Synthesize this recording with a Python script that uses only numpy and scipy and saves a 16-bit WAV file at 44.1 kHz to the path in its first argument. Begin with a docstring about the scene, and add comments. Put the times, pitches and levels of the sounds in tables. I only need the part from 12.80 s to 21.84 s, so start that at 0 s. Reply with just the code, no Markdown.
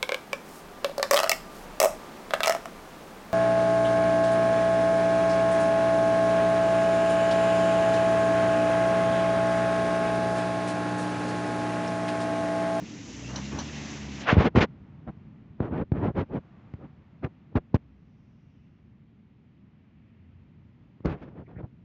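"""Rumble and wheel hiss of a tram rolling away on wet rails at night, with a motor drone and two clacks.
After a second and a half a finger slides over the microphone port and seals it, an acoustic low-pass.
From then on the street is a muffled rumble, one tram fading as the next draws near, while the
shifting grip rubs by stick-slip friction and thumps by pressing air into the port."""
import sys
import numpy as np
from scipy import signal
from scipy.fft import rfft, irfft
from scipy.io import wavfile

SR = 44100
rng = np.random.default_rng(int(sys.argv[2]) if len(sys.argv) > 2 else 0)


def log_audio(samples):
    """Write samples as a 16-bit WAV file to the path given in sys.argv[1]."""
    # one column per channel
    frames = np.atleast_2d(samples).T
    # limit to full scale, then quantise
    limited = np.clip(frames, -1, 1)
    pcm = np.round(limited * 32767).astype(np.int16)
    wavfile.write(sys.argv[1], SR, pcm)


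N = 398663
TIME_S, FREQ_HZ = np.arange(N) / SR, np.fft.rfftfreq(N, 1 / SR)


def amp(db):
    return 10 ** (np.asarray(db) / 20)


def unit(x):
    return x / np.sqrt(np.mean(x ** 2) + 1e-20)


def add(mix, start_s, sound):
    part = mix[round(start_s * SR):][:len(sound)]
    part += sound[:len(part)]


def curves(rows):
    """Linear interpolation of each column over time."""
    times, *columns = np.transpose(rows)
    return [np.interp(TIME_S, times, column) for column in columns]


def swell(start, rise, hold, release):
    """Raised-cosine envelope of height 1; times in seconds."""
    out, length = np.zeros(N), rise + hold + release
    t = np.arange(0, length, 1 / SR)
    ramp = np.clip(np.minimum(t / rise, (length - t) / release), 0, 1)
    add(out, max(start, 0), np.sin(np.pi / 2 * ramp) ** 2)
    return out


def filtered_noise(gain, size=N):
    """Source and filter: white noise weighted by a gain per frequency, at rms 1."""
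    return unit(irfft(rfft(rng.standard_normal(size)) * gain, size))


def noise(spectrum):
    """Broadband noise whose spectral envelope is interpolated over log frequency."""
    hz, db = np.transpose(spectrum)
    return filtered_noise(amp(np.interp(np.log(FREQ_HZ + 1), np.log(hz + 1), db)))


def waver(rate_hz):
    """Random modulation: low-pass noise of rms 1."""
    return filtered_noise(np.exp(-(FREQ_HZ / rate_hz) ** 2))


def split(x, edges_hz):
    """Complementary crossover: the bands sum to x."""
    lowpasses = [1 / (1 + (FREQ_HZ / edge) ** 8) for edge in edges_hz]
    return irfft(rfft(x) * np.diff(lowpasses, axis=0, prepend=0, append=1), N)


def resonant_bursts(rows):
    """A randomly driven resonance gives a band of noise; each one swells and dies."""
    out = np.zeros(N)
    for start_s, length_s, db, centre_hz, width_hz in rows:
        size = round(length_s * SR)
        resonance = np.exp(-((np.fft.rfftfreq(size, 1 / SR) - centre_hz) / width_hz) ** 2)
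        add(out, start_s, amp(db) * np.hanning(size) * filtered_noise(resonance, size))
    return out


def motor(hz, orders, jitter, waver_db):
    """A rotating shaft radiates at multiples of its rate; each order wavers in level on its own."""
    turns = np.cumsum(hz * (1 + jitter * waver(12))) / SR
    return unit(sum(amp(db + waver_db * waver(3.6)) * np.sin(2 * np.pi * (order * turns + rng.random()))
                    for order, db in orders))


# Spectrum of the tram in the open: frequency_hz, relative_density_db
TRAM_SPECTRUM = [(30, -31.5), (60, -12.5), (110, -4.5), (180, -5), (290, 0), (370, -11.5), (560, -15),
                 (900, -16.5), (1400, -20.5), (1900, -15.5), (2700, -16), (4600, -22.5), (6100, -17.5),
                 (7500, -24.5)]
# Wheels on wet rail: time_s, roar_db, hiss_db
ROLLING_LEVELS = [(0.0, -52.5, -53.5), (0.35, -50, -46.5), (0.95, -46, -48), (1.15, -45, -45),
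                  (1.3, -46.5, -52.5), (1.44, -41.5, -44.5)]
def rolling_tram(body_db=-43.5, flutter_db=1.5, spray_db=0.84, patchy_db=2.0):
    """Roughness excitation: the body rumbles, the wheels roar and throw a fizzing film of water."""
    roar_db, hiss_db = curves(ROLLING_LEVELS)
    thud_power, clatter_power = thuds()
    edges_hz = [450, 750, 1150, 1700, 2400, 3400, 5000]
    rumble, *roar_bands, hiss = split(noise(TRAM_SPECTRUM), edges_hz)
    roar = sum(band * amp(patchy_db * waver(42)) for band in roar_bands)  # the rail's roughness varies
    clatter = sum(roar_bands[:3])  # the lower part of the roar swells with each thud
    flutter = flutter_db * np.tanh(waver(8.7))
    return (unit(rumble) * np.sqrt(amp(body_db) ** 2 + thud_power)
            + unit(roar) * amp(roar_db + flutter)
            + unit(clatter) * np.sqrt(clatter_power)
            + unit(hiss) * amp(hiss_db + 0.6 * flutter + spray_db * waver(250)))


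# A brief low thud at the very start, then bogies jolting over uneven track:
# middle_s, length_s, thud_db, clatter_db
LOW_THUDS = [(0.01, 0.059, -36, -60), (0.507, 0.08, -53.5, -48), (0.57, 0.15, -42, -46.5),
             (0.743, 0.079, -33.5, -44.5), (0.792, .1, -39, -44)]
def thuds():
    """Incoherent sources add in power: what each thud adds to the rumble and the clatter."""
    thud_power, clatter_power = np.zeros((2, N))
    for middle_s, length_s, thud_db, clatter_db in LOW_THUDS:
        envelope = swell(middle_s - length_s / 2, length_s / 2, 0, length_s / 2)
        thud_power += (amp(thud_db) * envelope) ** 2
        clatter_power += (amp(clatter_db) * envelope) ** 2
    return thud_power, clatter_power


# Speed of the tram's motor: time_s, pitch_hz
MOTOR_SPEED = [(0.0, 57.45), (0.45, 61.8), (0.86, 75), (1.0, 73.74), (1.45, 66.6)]
# Its partials: shaft_multiple, relative_level_db
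MOTOR_ORDERS = [(1, -2.5), (2, -2), (3, -3.5), (3.5, -15), (4, -12), (5, -23.5)]
def motor_drone(level_db=-39.5):
    """Pitch is proportional to shaft speed: the drone fades in, climbs and sinks a little."""
    pitch_hz, = curves(MOTOR_SPEED)
    envelope = swell(start=0.2, rise=0.29, hold=N / SR, release=1)
    return amp(level_db) * envelope * motor(pitch_hz, MOTOR_ORDERS, jitter=0.0037, waver_db=3.0)


# The rail singing under the wheels: start_s, length_s, level_db, centre_hz, width_hz
RAIL_SQUEALS = [(0.43, 0.062, -47, 2680, 110), (0.47, 0.07, -50, 2800, 110), (0.61, .07, -52.5, 2730, 111)]
def rail_song():
    """Wheel friction drives a narrow resonance of the rail."""
    return resonant_bursts(RAIL_SQUEALS)


# Wheels striking a rail joint: start_s, level_db, decay_60db_s
JOINT_IMPACTS = [(0.559, -32.5, .09), (0.788, -34, 0.14), (0.799, -43.5, 0.037)]
# Resonances of a wheel: centre_hz, width_hz, relative_level_db
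WHEEL_MODES = [(950, 180, 2), (3000, 335, -1.5), (4180, 650, -2), (5910, 750, 2)]
def wheel_clacks():
    """Impact excitation: each blow rattles the wheel's modes, which decay exponentially."""
    out, t = np.zeros(N), np.arange(SR // 4) / SR
    hz = np.fft.rfftfreq(len(t), 1 / SR)
    response = sum(amp(db) / (1 + (2 * (hz - centre) / width) ** 2) for centre, width, db in WHEEL_MODES)
    for start_s, db, decay_s in JOINT_IMPACTS:
        add(out, start_s, filtered_noise(response, len(t)) * amp(db - 60 * t / decay_s))
    return out


COVER_START_S, COVER_END_S = 1.415, 1.55
def finger_shadow(street, closed):
    """Acoustic shadowing: the nearing finger blocks short wavelengths first, then the rest."""
    lower, treble = split(street, [4500])
    return lower * (1 - closed) + treble * (1 - closed) ** 7


# Spectrum of the street through the finger: frequency_hz, relative_density_db
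MUFFLED_SPECTRUM = [(25, -34.5), (43, -14), (65, -6), (130, -1.5), (220, -4.5), (340, -17), (480, -24),
                    (680, -25), (1250, -29), (1600, -32.5), (2000, -31), (2750, -35), (4000, -44.5),
                    (5700, -53), (8000, -61.5)]
# Leak past the finger, changing as the grip shifts: time_s, leak_db
SEAL_LEAK = [(2.1, 0.5), (2.7, -3), (3.1, -7), (3.62, 1), (3.87, 2.5), (4.25, -2.5), (5.15, -7.5),
             (6.3, -10), (8.1, -7), (8.97, -9.5)]
def muffled_street(fade_db_per_s=2, growth_db_per_s=3.5):
    """Transmission loss is least in the bass: two trams rumble through, while higher sound leaks in."""
    leak_db, = curves(SEAL_LEAK)
    rumble, traffic_wash, wheel_sheen = map(unit, split(noise(MUFFLED_SPECTRUM), [450, 1700]))
    leaving = amp(-47.5 - fade_db_per_s * (TIME_S - COVER_END_S))
    oncoming = amp(-52 - growth_db_per_s * (N / SR - TIME_S))
    leak = traffic_wash * amp(-67.5 + leak_db) + wheel_sheen * amp(-75 + 0.5 * leak_db)
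    return rumble * np.hypot(leaving, oncoming) + leak


# Skin sliding over the port: start_s, rise_s, hold_s, release_s, gain_db, tilt_db_per_octave
FINGER_STROKES = [(1.445, 0.045, 0.021, 0.069, -19, 5.5), (1.527, 0.09, .01, 0.034, -19.5, 4.5),
                  (1.63, 0.022, 0.019, 0.026, -19.5, 4), (1.748, 0.015, 0.027, 0.021, -17, 4),
                  (1.783, .035, 0.0081, 0.038, -17.5, 6.5), (2.263, .016, 0.015, 0.021, -36.5, -2.5),
                  (2.782, 0.046, 0.012, 0.1, -31.5, -1.5), (2.877, 0.072, 0.069, 0.025, -29.5, -2),
                  (3.11, 0.051, 0.034, 0.038, -31, -2.5), (3.19, 0.046, 0.03, 0.065, -26, -2),
                  (3.337, 0.045, 0.019, 0.052, -25.5, 0.5), (3.476, 0.086, .01, 0.028, -31.5, -1.5),
                  (3.967, 0.07, 0.013, 0.029, -44, -3), (4.418, 0.027, .003, 0.04, -30, -0.5),
                  (4.716, 0.0086, .003, 0.011, -52, -6), (4.751, 0.0072, 0.011, 0.028, -23, 1),
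                  (4.94, 0.0059, .013, 0.015, -25.5, 2), (8.244, .009, .014, 0.037, -28, -0.5),
                  (8.259, 0.022, 0.034, 0.066, -31.5, 1.2), (8.309, 0.054, .11, .1, -48.5, 0.5),
                  (8.406, 0.022, .005, 0.026, -42.5, 3.5), (8.512, 0.072, 0.017, 0.049, -43, -2),
                  (8.667, 0.023, .012, 0.097, -48.5, -1), (8.775, .022, .008, .022, -39.5, -3),
                  (8.82, 0.014, 0.0074, 0.034, -43, -6.5)]
def strokes(dulling_db_per_octave=4, brush_s=0.017, brush_db=-21, brush_db_per_octave=-2.5):
    """Friction noise grows stronger and brighter with sliding speed: its amplitude and spectral tilt."""
    power, weighted_tilt = np.zeros((2, N))
    for start, rise, hold, release, db, tilt in FINGER_STROKES:
        speed = swell(start, rise, hold, release)
        slide_power = (amp(db) * speed) ** 2
        # the skin brushes lightly just before and after each stroke
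        touch = swell(start - brush_s, rise + brush_s, hold, release + brush_s)
        brush_power = (amp(db + brush_db) * touch) ** 2
        power += slide_power + brush_power
        weighted_tilt += slide_power * (tilt - dulling_db_per_octave * (1 - speed))
        weighted_tilt += brush_power * brush_db_per_octave
    return np.sqrt(power), weighted_tilt / (power + 1e-20)


# Spectrum of rubbing skin before the tilt: frequency_hz, relative_density_db
SKIN_SPECTRUM = [(25, -29.5), (45, -9), (80, -1.5), (160, 1.5), (400, -5), (800, -14), (1400, -21),
                 (2400, -30), (3300, -37.5), (4500, -48.5), (6500, -59.5), (8000, -71.5)]
def finger_rubs(closed, grain_db=1.0, slips_hz=220, pivot_hz=700, patchy_db=1.17, bass_share=0.35):
    """Stick-slip friction of skin on the case makes a grainy noise; a resting finger is silent."""
    strength, tilt = strokes()
    centres_hz = np.geomspace(88, 5600, 7)
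    bands = split(noise(SKIN_SPECTRUM), centres_hz[:-1] * np.sqrt(2))
    bands[:3] *= closed ** 3  # bass pressure builds up only in a sealed port
    octaves = np.log2(centres_hz / pivot_hz)
    weights = np.where(octaves > 0, octaves, bass_share * octaves)  # speed changes the bass less
    slide = sum(band * amp(tilt * weight + patchy_db * waver(50)) for band, weight in zip(bands, weights))
    return slide * strength * amp(grain_db * waver(slips_hz))


# The fingertip squeaking on the case: start_s, length_s, level_db, centre_hz, width_hz
SKIN_SQUEAKS = [(1.458, 0.08, -22.5, 1590, 1300), (4.437, .02, -39.5, 1710, 1210),
                (8.655, 0.029, -65.5, 2140, 300.4), (8.748, 0.051, -58, 1770, 494),
                (8.765, 0.045, -68, 2280, 493)]
def finger_squeaks():
    """Skin friction briefly drives a broad resonance."""
    return resonant_bursts(SKIN_SQUEAKS)


# The finger pressing air into the port: start_s, peak_db, push_ms, tick_db
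FINGER_PRESSES = [(1.528, -8.5, 0.55, -33), (1.568, -7.5, 0.8, -40), (1.578, -9, 1.8, -45),
                  (1.751, -17.5, 0.38, -40.5), (1.759, -12, 0.73, -17.5), (1.774, -7.5, 0.65, -27),
                  (1.808, -12, 0.52, -18), (2.804, -15, 0.48, -34.5), (3.119, -12, 0.84, -29),
                  (3.938, -26.5, 0.87, -39), (4.444, -33, 1.3, -30.5), (4.755, -12.5, 0.62, -29),
                  (4.761, -19, 2.5, -35), (4.944, -8, 0.77, -27.5), (8.205, -38.5, 0.59, -53.5),
                  (8.250, -20, .9, -33), (8.257, -14, 0.34, -26.5), (8.26, -20, 3.8, -35),
                  (8.765, -31, 0.96, -68), (8.831, -29.5, 1.8, -55)]
# Spectrum of the contact tick: frequency_hz, relative_density_db
TICK_SPECTRUM = [(100, -8), (600, 6), (1300, 0.5), (2500, -14.5), (4500, -30), (8000, -46)]
def finger_thumps(bass_cut_hz=78, tick_ms=1.5):
    """High-pass transient: the microphone's bass cut turns each push into slowing swings; skin ticks."""
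    thumps, tick_envelope = np.zeros((2, N))
    ms = np.arange(SR // 12) * 1000 / SR
    bass_cut = signal.butter(4, bass_cut_hz, "highpass", fs=SR, output="sos")
    tick_shape = 2 * ms / tick_ms * np.exp(1 - 2 * ms / tick_ms)
    for start_s, peak_db, push_ms, tick_db in FINGER_PRESSES:
        pressure = -(ms / push_ms) ** 2 * np.exp(-ms / push_ms)
        swing = signal.sosfilt(bass_cut, pressure)
        add(thumps, start_s, amp(peak_db) * swing / abs(swing).max())
        add(tick_envelope, start_s, amp(tick_db) * tick_shape)
    return thumps + tick_envelope * noise(TICK_SPECTRUM)


# The case cracking under the grip: start_s, level_db
CASE_CRACKS = [(4.446, -57), (4.9459, -43.5), (8.2578, -42)]
def case_cracks(length_s=0.003, centre_hz=4600, width_hz=1900):
    """Stress release in the pressed case gives a very short, bright burst."""
    return resonant_bursts([(start_s, length_s, db, centre_hz, width_hz) for start_s, db in CASE_CRACKS])


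# Motors in the traffic: start_s, rise_s, hold_s, release_s, level_db, pitch_hz
TRAFFIC_MOTORS = [(4.494, 0.42, 0.68, .35, -61.5, 63.9), (7.279, 0.11, 0.28, 0.33, -58.5, 86.5)]
# Their partials: shaft_multiple, relative_level_db
TRAFFIC_ORDERS = [(1, 2), (2, -10), (3, -12)]
def traffic_hums():
    """Low shaft harmonics pass the finger; each motor swells and fades on its own pitch."""
    return sum(amp(db) * swell(*timing) * motor(pitch_hz, TRAFFIC_ORDERS, jitter=0.01454, waver_db=6.0)
               for *timing, db, pitch_hz in TRAFFIC_MOTORS)


# The next tram's wheels singing: start_s, length_s, level_db, centre_hz, width_hz
DISTANT_SQUEALS = [(4.75, 1.6, -90.5, 5480, 1090), (5.45, 0.75, -84, 2760, 330),
                   (6.45, 1.67, -79, 2274, 900)]
def distant_wheel_song():
    """Friction on the wet rail drives wheel resonances, faint with distance."""
    return resonant_bursts(DISTANT_SQUEALS)


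def scene():
    """Superposition: the open street gives way to the muffled one, and handling noise adds to both."""
    closed = np.interp(TIME_S, [COVER_START_S, COVER_END_S], [0, 1])
    street = rolling_tram() + motor_drone() + rail_song() + wheel_clacks()
    muffled = muffled_street() + traffic_hums() + distant_wheel_song()
    handling = finger_rubs(closed) + finger_squeaks() + finger_thumps() + case_cracks()
    return (finger_shadow(street, closed) + closed * muffled + handling)[None]


LOW_CUT_HZ, HIGH_CUT_HZ = 35, 7600
def record(dry):
    """The microphone is a band-pass: it drops the deepest bass and the top treble."""
    highpass = signal.butter(2, LOW_CUT_HZ, "highpass", fs=SR, output="sos")
    lowpass = signal.firwin(121, HIGH_CUT_HZ, window=("kaiser", 8), fs=SR)
    return signal.oaconvolve(signal.sosfilt(highpass, dry), lowpass[None], "same")


dry = scene()
out = record(dry)
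log_audio(out)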